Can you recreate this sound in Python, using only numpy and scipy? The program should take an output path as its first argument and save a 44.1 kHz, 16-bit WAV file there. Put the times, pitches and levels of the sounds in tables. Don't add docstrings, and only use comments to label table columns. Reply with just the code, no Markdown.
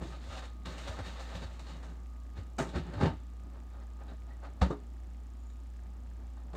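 import sys
import numpy as np
from scipy import signal
from scipy.fft import rfft, irfft
from scipy.io import wavfile
from scipy.ndimage import uniform_filter1d, map_coordinates

SR = 44100
rng = np.random.default_rng(int(sys.argv[2]) if len(sys.argv) > 2 else 0)


def magnitude_from_level(level_db):
    exponent = np.asarray(level_db, float) / 20
    return 10 ** exponent


def int16_out(signal):
    q = np.round(np.clip(np.atleast_2d(signal).T, -1, 1) * 32767)
    wavfile.write(sys.argv[1], SR, q.astype(np.int16))


N = 289296


def evened(x):
    return x / np.sqrt(np.mean(x ** 2) + 1e-20)


def filtered(x, order, hz, kind="lowpass"):
    return signal.sosfilt(signal.butter(order, hz, kind, fs=SR, output="sos"), x)


def coloured(x, points):
    f, db = np.transpose(points)
    hz = np.fft.rfftfreq(len(x), 1 / SR)
    gain = magnitude_from_level(np.interp(np.log(hz + 1), np.log(f + 1), db))
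    return evened(irfft(rfft(x) * gain, len(x)))


def resonate(x, hz, width_hz):
    return signal.lfilter(*signal.iirpeak(hz, hz / width_hz, SR), x)


def ringing(clicks, hz, width_hz, level_db):
    return magnitude_from_level(level_db) * SR / (2 * np.pi * width_hz) * resonate(clicks, hz, width_hz)


def drift(per_s):
    points = rng.standard_normal(int(N / SR * per_s) + 3)
    coarse = map_coordinates(points, [np.linspace(0, len(points) - 1, N // 32)], order=3)
    return np.interp(np.arange(N), np.linspace(0, N - 1, len(coarse)), evened(coarse))


def modal(x, modes):
    parts = [magnitude_from_level(db + 2 * drift(18)) * evened(resonate(x, hz, width_hz)) for hz, width_hz, db in modes]
    return evened(sum(parts))


def add(mix, start_s, sound):
    part = mix[round(start_s * SR):][:len(sound)]
    part += sound[:len(part)]


# pitch_hz, width_hz, level_db
SKIN_MODES = [(496.5, 6.3, -14), (566.5, 38, 2), (647, 54, 1), (791, 124, 4), (885, 53, -3), (1083, 140, 0),
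              (1236, 85, 1), (1364, 68, -12.5), (1527, 57, -4.5), (1736, 190, -2.5), (2050, 130, -24)]
# pitch_hz, width_hz, level_db
PANEL_MODES = [(143.2, 24, 2.5), (171.6, 23.5, 4), (238, 28, 1), (280.6, 9.1, -3.5), (335, 17, -10),
               (374.4, 8.3, -9)]
# pitch_hz, width_hz, level_db
FIZZ_MODES = [(2270, 1150, 0), (2870, 570, 4), (3520, 400, 1.5), (3755, 120, 0.5), (4170, 350, -1),
              (5000, 990, -29)]
# pitch_hz, level_db per Hz
SIZZLE_SPECTRUM = [(2940, -35), (5000, -5), (6710, -0.5), (8460, -6), (9750, -13.5), (10500, -25),
                   (12300, -20), (15500, -33)]


def friction_layers():
    force = magnitude_from_level(1.4 * np.minimum(rng.exponential(1, N), 5))
    slips = force * rng.standard_normal(N) * (rng.random(N) < .3)
    slips = slips / np.sqrt(uniform_filter1d(slips ** 2, size=900) + 1e-9)

    body = evened(filtered(modal(slips, SKIN_MODES) + .5 * evened(slips), 2, [430, 2600], "bandpass"))
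    lower = signal.sosfiltfilt(signal.butter(2, 1310, fs=SR, output="sos"), body)
    panel = evened(filtered(modal(slips, PANEL_MODES), 3, [115, 450], "bandpass"))

    fizz_slips = np.roll(slips, -SR) * rng.choice([-1, 1], N)
    fizz = evened(filtered(modal(fizz_slips, FIZZ_MODES), 3, [2100, 5100], "bandpass"))
    sizzle_slips = np.roll(slips, SR) * rng.choice([-1, 1], N)
    sizzle = coloured(sizzle_slips, SIZZLE_SPECTRUM) * magnitude_from_level(0.72 * drift(40))
    return np.array([lower, panel, fizz, sizzle, body - lower])


def effort_db(t, peak_s, level_db, swell_s, fade_s):
    return level_db - 20 * np.where(t < peak_s, (peak_s - t) / swell_s, (t - peak_s) / fade_s)


# fizz_db, sizzle_db, sheen_db.
SLIDE = [(.035, -54.5, .008, 0.24, 7.5), (.13, -57.5, 0.12, 0.09, -8), (.33, -49.5, 0.09, 0.1, -5.5),
         (.39, -48.5, 0.07, 0.04, -5.5), (.24, -57, .03, .2, -5), (.44, -53, 0.069, 0.09, -3),
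         (.657, -49.5, 0.0072, 0.34, 0.5), (.86, -52, 0.17, 0.57, -7), (1.062, -49.5, .06, 0.18, -3.5),
         (1.21, -54, 0.13, 0.25, -14), (1.372, -52, 0.18, .1, -3), (1.428, -49, .04, 0.079, 2.5),
         (1.54, -61.5, 0.11, .3, -8), (1.698, -55.5, .12, 0.19, -3)]
SLIDE_COLOUR = (-4, -13, 1)
PRESS = [(.018, -47.5, 0.023, 0.053, 9), (.06, -53.5, .05, 0.056, 9.5), (.128, -54.5, .03, 0.13, -11),
         (.428, -49.5, 0.023, 0.027, -14), (.884, -46.5, .06, 0.12, -18), (1.004, -45, 0.075, 0.028, -6),
         (1.174, -53.5, .1, 0.14, -15), (1.292, -49.5, 0.056, 0.28, -8), (1.512, -57, 0.055, .06, -4),
         (1.6, -63.5, .02, .5, -2), (1.76, -57, 0.033, 0.053, 6), (1.846, -55.5, 0.095, 0.17, -8),
         (1.896, -58.5, 0.044, 0.083, 7)]
PRESS_COLOUR = (-14, -21, -4)
RASP = [
    (.085, -68, .06, .08, -9),
    (.155, -67.5, .06, .08, -9),
    (.21, -71, .01, .1, -9),
    (.31, -67, .08, .1, -9),
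    (.355, -64, .06, .06, -9),
    (2.787, -58, .04, .025, -9),
]
RASP_COLOUR = (7, -9, 3)
PULL = [
    (2.378, -55, 0.037, 0.1, 6.5),
    (2.76, -42, 0.028, 0.085, 6),
    (3, -60, 0.087, .2, 1),
    (2.87, -57, 0.083, 0.29, 6.5),
    (4.452, -57, .02, .06, -8),
]
PULL_COLOUR = (-6.5, -19, 1)
CRACK = [
    (2.584, -35, .001, .06, -2),
    (2.603, -37, 0.015, .085, 2),
]
CRACK_COLOUR = (-16, -14, -2)
DOOR = [
    (2.65, -51, .04, 0.08, 9),
    (2.74, -51, 0.026, .03, 5.1),
    (2.946, -50, .15, .2, 3.3),
    (2.995, -52, 0.088, .05, 5),
    (3.012, -33, 0.01, 0.075, 2),
    (3.04, -33, 0.06, 0.068, 6),
    (3.066, -34.5, 0.066, 0.06, 5.3),
    (4.67, -45.5, 0.055, .1, 3.9),
]
DOOR_COLOUR = (-17, -28, -8)
SWING = [(3.45, -62, .05, .06, 7.5), (3.554, -56.5, 0.067, .09, -2), (3.745, -57.5, 0.059, 0.13, -7),
         (3.824, -57.5, .1, 0.053, -10), (4.02, -52, 0.036, 0.032, -9), (4.12, -54.5, 0.16, .05, 0),
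         (4.29, -57.5, .04, 0.16, -3.5), (4.454, -46, 0.046, 0.025, -23), (4.47, -56, 0.018, 0.12, 2),
         (4.6, -66, .1, .02, 2), (6.2, -63, .02, .02, 6), (6.408, -65.5, 0.34, .1, -7)]
SWING_COLOUR = (-18.5, -32, -8.5)
SLAM = [
    (4.618, -29.5, .006, .055, -7),
]
SLAM_COLOUR = (-11, -21, -4)
BOUNCE = [
    (4.708, -39.5, 0.014, 0.047, 3.8),
    (4.73, -47.5, .03, 0.032, 5),
    (4.77, -66, .05, .12, 9.9),
    (6.54, -56, .006, .1, 3),
    (6.56, -47, .03, .05, 2),
]
BOUNCE_COLOUR = (-21, -28, -24)


def strokes(layers):
    t = np.arange(0, N / SR + 1e-3, 1e-3)
    power = np.zeros((5, len(t)))
    kinds = [(SLIDE, SLIDE_COLOUR), (PRESS, PRESS_COLOUR), (RASP, RASP_COLOUR), (PULL, PULL_COLOUR),
             (CRACK, CRACK_COLOUR), (DOOR, DOOR_COLOUR), (SWING, SWING_COLOUR), (SLAM, SLAM_COLOUR),
             (BOUNCE, BOUNCE_COLOUR)]
    for rows, (fizz_db, sizzle_db, sheen_db) in kinds:
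        for peak_s, level_db, swell_s, fade_s, panel_db in rows:
            effort = magnitude_from_level(effort_db(t, peak_s, level_db, swell_s, fade_s))
            colour = magnitude_from_level(np.array([[0], [panel_db], [fizz_db], [sizzle_db], [sheen_db]]))
            power += (effort * colour) ** 2
    times = np.arange(N) / SR
    return sum(np.interp(times, t, np.sqrt(p)) * layer for p, layer in zip(power, layers))


# peak_s, level_db, swell_s per 20 dB, fade_s per 20 dB, top_db
SCUFFS = [(.028, -66, .004, .1, -16), (.075, -65, .03, .08, -16), (.218, -77, .004, .1, -20),
          (.335, -64, .05, .08, -16), (.378, -60, .04, .06, -12), (.458, -65, .03, .03, -14),
          (.66, -64, .005, .12, -10), (.73, -65, .05, .04, -10), (.777, -68, .005, .05, -6),
          (.82, -63, .04, .03, -12), (.889, -57, .025, .035, -8), (.93, -65, .02, .05, -14),
          (1.07, -62, .02, .09, -6), (1.138, -66, .015, .03, -10), (1.206, -62, .005, .14, -7),
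          (1.358, -62, .03, .06, -6), (1.44, -63, .025, .03, -8), (1.596, -66, .003, .07, -12),
          (1.715, -67, .05, .04, -14), (1.535, -69, .04, .05, -16), (1.77, -69, .02, .03, -14),
          (1.85, -67, .03, .05, -14), (2.385, -70, .02, .05, -14), (2.77, -66, .025, .06, -28),
          (2.586, -54.5, .002, .09, -11), (.662, -71, .005, 2.2, -5.5), (.285, -70, .04, .1, -14),
          (4.617, -58, .003, .04, -14), (4.71, -72, .01, .06, -16), (5.501, -72, .002, .02, -14)]


def scuffs(sizzle):
    t = np.arange(0, N / SR + 1e-3, 1e-3)
    top = evened(filtered(sizzle, 4, 9800, "highpass"))
    peak_s, level_db, swell_s, fade_s, top_db = np.transpose(SCUFFS)[..., None]
    effort = effort_db(t, peak_s, level_db, swell_s, fade_s)
    out = np.zeros(N)
    for each_db, layer in ((effort, sizzle), (effort + top_db, top)):
        level = np.sqrt((magnitude_from_level(np.maximum(each_db, -200)) ** 2).sum(0))
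        out += np.interp(np.arange(N) / SR, t, level) * layer
    return out


# start_s, level_db, t60_s, panel_db, fizz_db
KNOCKS = [(.022, -53, 0.058, -2, -11), (0.215, -65, 0.083, -11, -1), (.372, -66, 0.041, -9, -3),
          (0.454, -59.5, 0.07, -2, -3), (0.655, -50.5, 0.072, 5, -6), (.780, -58, 0.16, -7, 4),
          (0.875, -45.5, 0.11, -9, -5), (.988, -42.5, 0.065, 2, -16), (1.050, -62, .1, -3, -6),
          (1.195, -56.5, 0.12, -9, -2), (1.351, -51, 0.09, -1, -7), (1.593, -51.5, 0.073, -9, -3.5),
          (1.666, -65, 0.12, -6, -4), (1.828, -58, 0.14, -11, -5.5), (2.585, -42, 0.1, 3, -9),
          (2.690, -57, 0.087, -12, -1), (2.672, -56, .12, -12, -10), (2.935, -51, 0.093, -2, -8.5),
          (3.034, -43, 0.021, 1, -11), (3.057, -40, 0.029, 0, -11), (4.080, -59, 0.13, -15, -11),
          (4.428, -54, 0.07, -8, -24), (4.702, -49, 0.11, 0, -29), (6.371, -60, 0.056, -3, -20),
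          (6.532, -45.5, 0.062, -1, -18), (5.5, -57, .04, -10, -12), (6.55, -52, .08, -5, -6)]


def knocks(layers):
    out, t = np.zeros(N), np.arange(SR // 2) / SR
    rise_s = np.array([[.0015], [.006], [.0004], [.0003], [.0008]])
    for start_s, level_db, t60_s, panel_db, fizz_db in KNOCKS:
        part = layers[:, round(start_s * SR):][:, :len(t)]
        u = t[:part.shape[1]]
        rise = 1 - np.exp(-u / rise_s)
        colour = magnitude_from_level(np.array([[0], [panel_db], [fizz_db], [fizz_db - 8], [.5 * fizz_db]]))
        add(out, start_s, (colour * rise * part).sum(0) * magnitude_from_level(level_db - 60 * u / t60_s))
    return out


def gliding_tone(from_hz, to_hz, peak_db, rise_s, t60_s, waver=False):
    t = np.arange(SR) / SR
    hz = to_hz + (from_hz - to_hz) * np.exp(-t / (0.162 * t60_s))
    rise = np.sin(np.pi / 2 * np.minimum(t / rise_s, 1)) ** 2
    shape = rise * magnitude_from_level(-60 * np.maximum(t - rise_s, 0) / t60_s)
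    if waver:
        shape = shape * magnitude_from_level(3 * drift(90)[:SR])
        hz = hz * (1 + 12 / to_hz * drift(39)[:SR])
    return -magnitude_from_level(peak_db) * shape * np.sin(2 * np.pi * np.cumsum(hz) / SR)


# start_s, pitch_hz, peak_db,
# rise_s, t60_s
STRUCK_MODES = [(0.0025, 76, -38.5, .013, .15), (0.0156, 161, -46, .0074, 0.26), (0.282, 72.6, -37.5, 0.019, .19),
                (.65, 77, -42, 0.018, .27), (0.884, 83, -36, 0.016, .12), (.994, 88, -33, 0.014, 0.12),
                (1.063, 82, -45, 0.017, .15), (1.341, 92, -39.5, .009, .18), (1.43, 84, -38.5, .019, 0.21),
                (2.373, 85, -33, 0.022, .14), (2.748, 74, -29.5, .0089, .33), (2.95, 98, -32, 0.027, .13),
                (3.015, 85, -22, 0.027, 0.079), (3.069, 88, -34, .015, .33), (3.021, 186, -20.5, 0.0134, 0.046),
                (3.056, 155, -27, 0.015, 0.13), (3.02, 782, -34, .013, 0.16), (3.012, 385, -33, .012, .15),
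                (3.05, 480, -35, .01, .12), (.015, 330, -45, .01, .25), (4.425, 700, -52, .006, .08),
                (4.615, 736, -28, .0026, 0.057), (4.615, 185, -24, .0072, 0.2),
                (2.596, 388, -33.5, .01, .24), (2.592, 657, -35.5, .006, .16), (2.586, 899, -39, .005, .3),
         (2.584, 240, -46, .004, .06), (2.583, 990, -38, .001, .04), (3.0, 470, -37, .012, .12),
         (3.055, 894, -38, .015, .2), (3.02, 242, -36, .015, .25), (3.1, 300, -44, .02, .15),
         (4.715, 285, -40, .01, .22), (4.704, 501, -46, .004, .2), (4.704, 689, -47, .004, .12),
         (4.62, 900, -36, .008, .15), (4.616, 510, -36, .005, .15), (.02, 520, -48, .008, .15),
         (.04, 660, -52, .01, .15), (6.534, 760, -48, .002, .1), (6.536, 380, -50, .004, .15),
         (1.352, 170, -40, .01, .12), (.862, 547, -45, .015, .2), (.9, 620, -47, .02, .15),
         (1.715, 165, -46, .01, .12), (1.06, 175, -45, .01, .15), (2.79, 165, -33, .012, .12),
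         (1.6, 155, -49, .02, .15), (.34, 620, -51, .02, .2), (.355, 745, -46, .02, .15),
         (2.755, 350, -36, .015, .2), (4.705, 409, -39, .006, .28), (.03, 300, -46, .015, .15),
         (4.432, 560, -50, .004, .1)]


def thumps_and_rings():
    out = np.zeros(N)
    for start_s, hz, peak_db, rise_s, t60_s in STRUCK_MODES:
        add(out, start_s, gliding_tone(1.04 * hz, hz, peak_db, rise_s, t60_s))
    return out


# start_s, from_hz, to_hz, peak_db, t60_s
POPS = [
    (2.585, 820, 303, -35, 0.101),
    (4.6135, 73, 62, -15, 0.16),
    (4.703, 420, 310, -30, 0.064),
    (4.618, 405, 600, -30, 0.12),
]
# start_s, from_hz, to_hz, peak_db, t60_s
SQUEAKS = [(2.584, 1455, 1445, -39, 0.091), (2.75, 1486, 1276, -49, .2), (4.085, 3900, 3780, -64, .071),
           (4.303, 1870, 1920, -60, .1), (4.33, 1990, 1930, -63, .08), (.13, 1262, 1250, -48, 0.081),
           (5.37, 6985, 6990, -77, .6), (5.43, 6975, 6970, -71, .45), (4.704, 1200, 1185, -45, .14),
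           (3.008, 1550, 1535, -44, .1), (3.052, 1550, 1540, -44, .12), (3.02, 1285, 1280, -45, .18),
           (4.708, 3770, 3765, -63, .13), (1.43, 4600, 4500, -58, .12), (2.583, 3900, 3850, -52, .1)]


def pops_and_squeaks():
    out = np.zeros(N)
    for start_s, from_hz, to_hz, peak_db, t60_s in POPS:
        add(out, start_s, gliding_tone(from_hz, to_hz, peak_db, 0.047 * t60_s, t60_s))
    for start_s, from_hz, to_hz, peak_db, t60_s in SQUEAKS:
        add(out, start_s, gliding_tone(from_hz, to_hz, peak_db, 0.063 * t60_s, t60_s, waver=True))
    return out


def kitchen(x):
    low_t60_s, high_t60_s = 0.28, 1.76 * 0.28
    taps = np.zeros(SR // 2)
    at = np.arange(200, len(taps) - 20, 20)
    taps[at + rng.integers(0, 20, len(at))] = rng.choice([-1., 1.], len(at))
    t = np.arange(len(taps)) / SR
    low = filtered(taps, 2, 2000)
    tail = low * magnitude_from_level(-60 * t / low_t60_s) + (taps - low) * magnitude_from_level(-60 * t / high_t60_s)
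    return signal.fftconvolve(x, tail / np.linalg.norm(tail))[:N]


# time_s, level_db
HUM = [(0.1, -43), (0.73, -43.6), (1.26, -42.5), (1.6, -43.5), (2.11, -42.5), (2.54, -44), (3.352, -43),
       (3.68, -44.5), (3.78, -43), (4.506, -43), (4.544, -47), (4.58, -44.5), (4.82, -45.5), (4.896, -43),
       (5.158, -42.5), (5.314, -44.5), (5.382, -43), (6.4, -42.5)]
# multiple, level_db
OVERTONES = [(2, -76.5), (3, -70), (4, -70.5), (6, -77.5), (19, -81), (20, -81.5), (21, -74.5), (22, -88.5)]
# time_s, level_db
WHINE = [(0, 4.5), (2, 3), (3.4, 1.5), (4, 1), (4.5, -2.5), (5.5, -3), (6.56, -4)]


def compressor():
    shaft_hz, start_turn = 58.977, -.165
    t = np.arange(N) / SR
    phase = 2 * np.pi * (shaft_hz * t + start_turn) + 0.075 * drift(8)
    out = magnitude_from_level(np.interp(t, *np.transpose(HUM))) * np.sin(phase)
    whine_db = np.interp(t, *np.transpose(WHINE))
    for multiple, level_db in OVERTONES:
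        level = magnitude_from_level(level_db + whine_db * (multiple > 10) + 2 * drift(12))
        out += level * np.sin(round(multiple) * phase + rng.uniform(0, 2 * np.pi))
    return np.sqrt(2) * out


# pitch_hz, width_hz, level_db
GRILLE = [(2100, 700, -54.5), (1690, 220, -60)]


def grille_rattle():
    taps_per_s, first_s, stray_per_s = 9.72, .003, 25
    steady = np.zeros(N)
    at = np.round(np.arange(first_s, N / SR - 1e-3, 1 / taps_per_s) * SR).astype(int)
    steady[at] = magnitude_from_level(3 * rng.standard_normal(len(at)))
    stray = (rng.random(N) < stray_per_s / SR) * magnitude_from_level(2 * rng.standard_normal(N))
    return sum(ringing(taps, *mode) for taps, mode in zip((steady, stray), GRILLE))


# pitch_hz, level_db per Hz
AIR_SPECTRUM = [(30, -19), (48, -11.5), (90, 2), (130, -10.5), (250, -4.5), (430, -18.5), (860, -17),
                (984, -22.5), (1210, -24), (1350, -25.5), (2320, -31), (5610, -35.5), (10300, -44),
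                (15500, -45)]


def air():
    noise = coloured(rng.standard_normal(N), AIR_SPECTRUM)
    low = filtered(noise, 2, 2500)
    return magnitude_from_level(-58) * (noise + low * (magnitude_from_level(1.3 * drift(20)) - 1))


# pitch_hz, width_hz, level_db
TICK_MODES = [(7070, 700, -55.5), (8250, 1500, -57.5), (3600, 2800, -70), (5900, 1200, -66)]


def frame_ticks():
    frame_hz, first_s, slip_s = 29.993, .0008, .0015
    clicks = np.zeros(N)
    start_s = np.arange(first_s, N / SR, 1 / frame_hz)
    at = np.round((start_s + slip_s * rng.random(len(start_s))) * SR).astype(int)
    at = at[at < N]
    clicks[at] = magnitude_from_level(1.5 * rng.standard_normal(len(at)))
    out = np.zeros(N)
    for k, (hz, width_hz, level_db) in enumerate(TICK_MODES):
        softened = resonate(clicks, hz, 3 * width_hz)
        out += (-1) ** k * ringing(softened, hz, width_hz, level_db)
    return out


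def scene():
    layers = friction_layers()
    hits = knocks(layers)
    rub = strokes(layers) + scuffs(np.roll(layers[3], SR // 3))
    room = magnitude_from_level(-3.5) * kitchen(hits + magnitude_from_level(-17.5) * rub)
    door = rub + hits + thumps_and_rings() + pops_and_squeaks() + room
    door = signal.sosfiltfilt(signal.butter(2, 27, "highpass", fs=SR, output="sos"), door)
    return (door + compressor() + grille_rattle() + air())[None]


def low_pass(x):
    return signal.sosfilt(signal.butter(12, 15710, fs=SR, output="sos"), x)


def record(dry):
    heard = filtered(dry, 2, 30, "highpass")
    return low_pass(heard + frame_ticks())


dry = scene()
out = record(dry)
int16_out(out)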